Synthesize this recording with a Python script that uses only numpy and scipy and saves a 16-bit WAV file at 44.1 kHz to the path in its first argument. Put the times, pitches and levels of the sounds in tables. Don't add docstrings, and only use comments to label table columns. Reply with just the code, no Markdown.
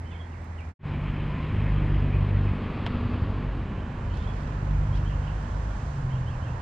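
import sys
import numpy as np
from scipy import signal
from scipy.fft import rfft, irfft, next_fast_len
from scipy.io import wavfile

SR = 44100
rng = np.random.default_rng(int(sys.argv[2]) if len(sys.argv) > 2 else 0)


def to_wav(sig):
    pcm = np.clip(np.atleast_2d(sig), -1, 1) * 32767
    pcm = np.round(pcm).astype(np.int16)
    wavfile.write(sys.argv[1], SR, pcm.T)


N = 291501
TIME = np.arange(N) / SR

# (time [s], firing rate [Hz])
FIRING_RATE = [(.85, 49), (1.4, 49.2), (1.62, 51.4), (1.9, 49.3), (2.5, 48.7), (3.1, 48), (3.6, 48),
               (4.0, 47.4), (4.5, 49.5), (5.1, 49), (5.4, 50.2), (5.72, 50.8), (5.92, 47.4), (6.06, 44.2),
               (6.18, 42.6), (6.29, 41.7), (6.61, 41.4)]
# (time [s], harmonic 1 [dB], harmonic 2 [dB], harmonic 3 [dB])
EXHAUST_LEVELS = [(.87, -42.5, -41.5, -34), (1.05, -34.5, -36.5, -34.5), (1.46, -41.5, -44, -34.5),
                  (1.53, -32.5, -27.5, -35.5), (1.78, -26, -29, -29.5), (2.2, -28.5, -27, -30),
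                  (2.47, -29, -23, -32.5), (2.6, -45, -42, -42.5), (2.97, -38, -32.5, -41.5),
                  (3.5, -31.5, -36.5, -42), (3.89, -47, -51.5, -48.5), (4.08, -32.5, -35.5, -47),
                  (4.43, -35, -39, -39.5), (4.72, -26.5, -32.5, -32), (5.02, -27, -32, -33),
                  (5.35, -33.5, -38, -38.5), (5.73, -31.5, -40, -46), (5.92, -41, -41, -33.5),
                  (6.17, -42, -36, -28), (6.29, -44.5, -37.5, -33.5), (6.61, -47, -37, -35.5)]
# (multiple of the firing rate [1], level relative to the tailpipe [dB])
EXHAUST_OVERTONES = [(5, -10), (6, -17), (7, -23.5), (8, -18), (9, -19)]
# (peak time [s], half-width [s], level [dB])
CLATTER_PASS, BURBLE_PASS, TAILPIPE_PASS = (1.65, .99, -46), (2.18, 1.13, -36), (3, .44, -34.5)
# (frequency [Hz], relative spectral density [dB])
RUMBLE_SPECTRUM = [(18, -7), (28, -3.5), (42, -4.5), (70, 1), (110, -2.5), (135, -5), (180, -13),
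                   (260, -29.5)]
BURBLE_SPECTRUM = [(130, -28), (190, 4), (245, 1), (310, -3.5), (430, -9.5), (600, -14.5), (1000, -33.5)]
CLATTER_SPECTRUM = [(700, -6.5), (1150, 3.5), (1500, -8), (1900, 4), (2600, 2), (3200, -5), (4000, -17.5),
                    (4700, -20.5), (5800, -43.5), (9000, -26)]
# (time [s], level [dB])
THUMPS = [(3.054, -17), (3.219, -13.5)]
# (time [s], relative level [dB], band centre [Hz])
TACKLE_CONTACTS = [(.37, -55, 14000), (.418, -46, 12000), (.443, -39, 18000), (.607, -44, 8000),
                   (2.864, -16, 1500), (4.165, -41, 2300), (4.952, -41, 2400)]
# (frequency [Hz], relative level [dB], 60 dB decay time [s])
TACKLE_MODES = [(620, -4, .014), (950, 0, .014), (1350, -1, .01), (1800, 0, .008), (2250, -1, .007),
                (2750, 1, .006), (3400, 3, .006), (4300, -5, .006), (5200, -7, .005), (6700, -11, .005),
                (7900, -8, .004), (9600, -18, .004), (12000, -14, .003)]
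# (peak time [s], half-width [s], level [dB])
RUSTLES = [(4.17, .08, -62), (4.42, .16, -64), (4.965, .025, -58)]
# (time [s], pitch [Hz], nominal level [dB])
FALLING_CHIRPS = [(.112, 3150, -54), (.32, 3020, -56.5), (.577, 3200, -52), (2.452, 2850, -48)]
TWITTERS = [(4.1, 3250, -56), (4.2, 3740, -59.5), (4.917, 3460, -54.5), (5.05, 3350, -52),
            (5.222, 3360, -52), (6.1, 3300, -56.5), (6.26, 3220, -57), (6.414, 3250, -56.5)]
WHISTLES = [(.04, 3300, -56), (4.11, 3310, -54.5)]
PEEPS = [(2.125, 2500, -45), (3.11, 2600, -52)]
# (delay [s], length [s], start pitch [ratio], end pitch [ratio], relative level [dB])
CHIRP_NOTES = [(0, .034, 1, .72, 0), (.026, .026, .7, .73, 0)]
TWITTER_NOTES = [(0, .043, .88, 1.01, 0), (.044, .021, .8, .93, 1), (.067, .024, .77, .89, .5)]
WHISTLE_NOTES = [(0, .1, .89, .93, -6), (.06, .05, 1.04, 1.06, -8), (.09, .065, .94, .95, -1.5),
                 (.15, .042, .99, 1, 0)]
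PEEP_NOTES = [(0, .05, 1.01, .98, 0)]
# (frequency [Hz], relative spectral density [dB])
TREAD_SPECTRUM = [(200, -33), (480, 3), (750, -8.5), (950, -2.5), (1130, 7.5), (1450, -5), (1900, -26.5),
                  (2700, -6.5), (3700, -14), (4700, -19), (5700, -40), (9000, -73)]
ROAD_SPECTRUM = [(120, -27.5), (350, -7.5), (520, 0), (720, -1.5), (860, -0.5), (1030, 0.5), (1250, -6),
                 (1450, -4.5), (1800, -7), (2200, -17.5), (2900, -19.5), (4500, -34.5), (7000, -56.5)]
AIR_SPECTRUM = [(1000, -23), (3300, 7.5), (4700, 7), (5700, 5.5), (7200, 3), (9000, -7), (11000, -28),
                (13000, -33.5)]
FAR_TRAFFIC_SPECTRUM = [(10, -24), (28, -4.5), (60, 2.5), (115, -1), (170, -7), (270, -12), (380, -16.5),
                        (600, -18.5), (950, -17), (1250, -23.5), (2000, -23), (3000, -37.5), (7500, -48),
                        (11500, -67)]
# (time [s], relative level [dB])
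ROAD_LEVEL = [(0.87, -46), (0.96, -47), (2.52, -46), (2.85, -45), (3.67, -47), (5.57, -46), (6.16, -47.5),
              (6.61, -46)]
# (time [s], level [dB])
AIR_LEVEL = [(.9, -74.5), (3.5, -72.5), (4.1, -67), (5.85, -62), (6.1, -64.5), (6.6, -64.5)]
# (frequency [Hz], direct share [1], diffuse gain [dB])
SIDE_RESPONSE = [(60, -0.025, -45.5), (200, -0.033, -29.5), (400, -.04, -20.5), (620, -0.12, -5),
                 (880, -0.88, -6.5), (1300, -0.59, -2), (2000, -0.59, -5.5), (3100, -0.29, -5.5),
                 (4300, -0.29, -3), (6500, -1.3, -4), (8500, -0.29, -1.5), (10000, 0.62, 2.5)]
# (time [s], share [0-1])
STEREO_WIDTH = [(.74, 1), (.78, 0), (3.35, 0), (4.3, 1)]
# (time [s], gain [0-1])
FADE = [(.695, 1), (.725, .15), (.74, 0), (.791, 0), (.83, .23), (.866, 1)]


def truck(lope_db=-11.5, fourth_db=-7, rumble_db=-33, rumble_follows=.11):
    levels_db = in_time(EXHAUST_LEVELS)
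    drone_db = np.mean(levels_db, axis=0)
    load_db = drone_db - np.mean(drone_db)
    phase = 2 * np.pi * np.cumsum(in_time(FIRING_RATE)[0]) / SR
    burble_gain = going_by(*BURBLE_PASS)
    orders = [harmonic(phase, k, rough) for k, rough in ((1, .2), (2, .17), (3, .12))]
    note = sum(from_db(db) * order for db, order in zip(levels_db, orders))
    lope = from_db(drone_db + lope_db) * harmonic(phase, 1.5, rough=.3)
    fourth = burble_gain * from_db(fourth_db) * harmonic(phase, 4, rough=.3)
    overtones = sum(from_db(db) * harmonic(phase, k, rough=.65) for k, db in EXHAUST_OVERTONES)
    tailpipe = going_by(*TAILPIPE_PASS) * overtones
    boom = swell(peak_s=3.03, half_s=.22, level_db=-41.5) * harmonic(phase, 5, rough=.45)
    rumble = from_db(rumble_db + rumble_follows * load_db) * banded_noise(RUMBLE_SPECTRUM, flicker_db=.5)
    burble = burble_gain * banded_noise(BURBLE_SPECTRUM, flicker_db=1.5)
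    clatter = going_by(*CLATTER_PASS) * banded_noise(CLATTER_SPECTRUM, flicker_db=1.66)
    throbbing = burble * (1 + .092 * np.cos(phase)) + clatter * (1 + .076 * np.cos(phase))
    return note + lope + fourth + tailpipe + boom, rumble + throbbing


def harmonic(phase, multiple, rough):
    return -np.sqrt(2) * (1 + rough * drift(12.4)) * np.cos(multiple * phase + rough * drift(9.2))


def going_by(closest_s, half_s, level_db):
    return from_db(level_db) / np.hypot(1, (TIME - closest_s) / half_s)


def passing_tread(closest_s=2.964, half_s=.44, level_db=-45):
    relative_distance = np.hypot(1, (TIME - closest_s) / half_s)
    return from_db(level_db) / relative_distance ** 2 * smooth_noise(TREAD_SPECTRUM)


def tyre_song(peak_s=1.4, half_s=.2, hz=1030, rise_hz_per_s=250, width_hz=45, level_db=-49):
    phase = 2 * np.pi * np.cumsum(hz + rise_hz_per_s * (TIME - peak_s)) / SR
    band = drift(width_hz) * np.cos(phase) + drift(width_hz) * np.sin(phase)
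    return swell(peak_s, half_s, level_db) * band


def thumps(hz=100, t60=.098):
    force = np.zeros(N)
    for s, db in THUMPS:
        force[int(s * SR)] = from_db(db)
    return ring(force, hz, t60)


def tackle(scuff_s=.0078, scuff_share=.87, band_ratio=2.6, gain_db=-10):
    force = np.zeros(N)
    age = np.arange(int(.02 * SR)) / SR
    snap = age == 0
    for s, db, hz in TACKLE_CONTACTS:
        scuff = rng.standard_normal(len(age)) * np.exp(-age / scuff_s)
        contact = snap + scuff_share * scuff / np.linalg.norm(scuff)
        contact = band_pass(contact, hz / band_ratio, min(hz * band_ratio, .45 * SR))
        at = int(s * SR)
        force[at:at + len(age)] += from_db(db) * contact
    modes = [from_db(db) * ring(force, hz, t60) for hz, db, t60 in TACKLE_MODES]
    return from_db(gain_db) * sum((-1) ** k * mode for k, mode in enumerate(modes))


def rustles(low_hz=2400, high_hz=4900, grain_db=4):
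    grains = rng.standard_normal((2, N)) * from_db(grain_db * drift(120))
    friction = rms_one(band_pass(grains, low_hz, high_hz))
    return sum(swell(*row) for row in RUSTLES) * friction


def birds(echo_s=.024, echo_db=-5, flutter_db=2):
    clear = calls(FALLING_CHIRPS, CHIRP_NOTES, waver=.01) + calls(TWITTERS, TWITTER_NOTES, waver=.012)
    husky = calls(WHISTLES, WHISTLE_NOTES, waver=.025) + calls(PEEPS, PEEP_NOTES, waver=.025)
    song = (clear + husky) * from_db(flutter_db * drift(90))
    age = TIME[:SR // 2]
    scatter = rng.standard_normal((2, len(age))) * np.sqrt(age) * np.exp(-age / echo_s)
    echoes = signal.fftconvolve(song[None], scatter / np.linalg.norm(scatter[0]), axes=1)[:, :N]
    return direct(song) + from_db(echo_db) * echoes


def calls(rows, notes, waver, warble_hz=220, pitch_spread=.012, spread_db=1.5):
    song = np.zeros(N)
    warble = 1 + waver * drift(warble_hz)
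    for s, hz, call_db in rows:
        for delay, length, start, end, note_db in notes:
            at = int((s + delay) * SR)
            progress = np.linspace(0, 1, int(length * SR))[:N - at]
            span = slice(at, at + len(progress))
            start_hz, end_hz = hz * np.array([start, end]) * rng.normal(1, pitch_spread, 2)
            glide_hz = start_hz + (end_hz - start_hz) * progress
            phase = 2 * np.pi * np.cumsum(glide_hz * warble[span]) / SR
            gain = from_db(call_db + note_db + rng.normal(0, spread_db))
            song[span] += gain * np.sqrt(np.abs(np.sin(np.pi * progress))) * np.sin(phase)
    return song


def far_engine(hz=82.8, wander_hz=.88, level_db=-37.5, overtone_db=-23.5):
    phase = 2 * np.pi * np.cumsum(hz + wander_hz * drift(3.1)) / SR
    overtones = harmonic(phase, 2, rough=.4) + harmonic(phase, 3, rough=.4)
    hum = harmonic(phase, 1, rough=.12)
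    return from_db(level_db) * (hum + from_db(overtone_db) * overtones)


def road_and_air(road_gain_db=1.5):
    roar = from_db(in_time(ROAD_LEVEL)[0] + road_gain_db) * smooth_noise(ROAD_SPECTRUM)
    hiss = from_db(in_time(AIR_LEVEL)[0]) * smooth_noise(AIR_SPECTRUM)
    return roar + hiss


def far_traffic(level_db=-41):
    return from_db(level_db) * smooth_noise(FAR_TRAFFIC_SPECTRUM)


def banded_noise(spectrum, flicker_db):
    edges = 16 * 2 ** (np.arange(30) / 3)
    white = rng.standard_normal((2, 2, N))
    noise = 0
    for k, (low, high) in enumerate(zip(edges, edges[1:])):
        hz = np.sqrt(low * high)
        if spectrum[0][0] <= hz <= spectrum[-1][0]:
            band = band_pass(white[k % 2], low, high, order=3)
            noise = noise + band * from_db(at_hz(spectrum, hz) + flicker_db * drift(10))
    return rms_one(noise)


def smooth_noise(spectrum):
    size = next_fast_len(N)
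    hz = np.maximum(np.fft.rfftfreq(size, 1 / SR), 1)
    white = rfft(rng.standard_normal((2, size)))
    return rms_one(irfft(white * from_db(at_hz(spectrum, hz)), size)[:, :N])


def drift(corner_hz, step=40):
    pole = np.exp(-2 * np.pi * corner_hz * step / SR)
    white = rng.standard_normal(N // step + 2002)
    slow = signal.lfilter([1], [1, -2 * pole, pole * pole], white)[2000:]
    return np.interp(np.arange(N) / step, np.arange(len(slow)), rms_one(slow))


def ring(force, hz, t60):
    decay, angle = from_db(-60 / (t60 * SR)), 2 * np.pi * hz / SR
    return signal.lfilter([0, np.sin(angle)], [1, -2 * decay * np.cos(angle), decay ** 2], force + 1e-18)


def band_pass(x, low_hz, high_hz, order=2):
    return signal.sosfilt(signal.butter(order, [low_hz, high_hz], "band", fs=SR, output="sos"), x)


def swell(peak_s, half_s, level_db):
    return from_db(level_db) * np.exp(-((TIME - peak_s) / half_s) ** 2)


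def direct(x):
    return np.array([x, np.zeros(N)])


def in_time(rows):
    times, *columns = np.vstack(rows).T
    return [np.interp(TIME, times, column) for column in columns]


def at_hz(points, hz):
    freqs, values = np.transpose(points)
    return np.interp(np.log(hz), np.log(freqs), values)


def from_db(db):
    return 10 ** (np.asarray(db) / 20)


def rms_one(x):
    return x / np.sqrt(np.mean(x ** 2) + 1e-20)


def microphone(mid, diffuse):
    hz = np.maximum(np.fft.rfftfreq(N, 1 / SR), 1)
    freqs, lean, diffuse_db = np.transpose(SIDE_RESPONSE)
    leaning = rfft(mid) * at_hz(np.c_[freqs, lean], hz)
    widening = rfft(diffuse) * from_db(at_hz(np.c_[freqs, diffuse_db], hz))
    side = irfft(leaning + widening, N) * in_time(STEREO_WIDTH)[0]
    return np.array([mid + side, mid - side])


def scene(truck_from_s=.765):
    exhaust, combustion = truck()
    traffic = direct(exhaust + tyre_song() + thumps()) + combustion + passing_tread() + road_and_air()
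    calm = direct(far_engine()) + far_traffic()
    road = np.where(TIME > truck_from_s, traffic, calm)
    return microphone(*(road + direct(tackle()) + rustles() + birds()))


def record(dry, cutoff_hz=14500):
    faded = dry * in_time(FADE)[0]
    return signal.sosfilt(signal.cheby2(12, 70, cutoff_hz, fs=SR, output="sos"), faded)


dry = scene()
out = record(dry)
to_wav(out)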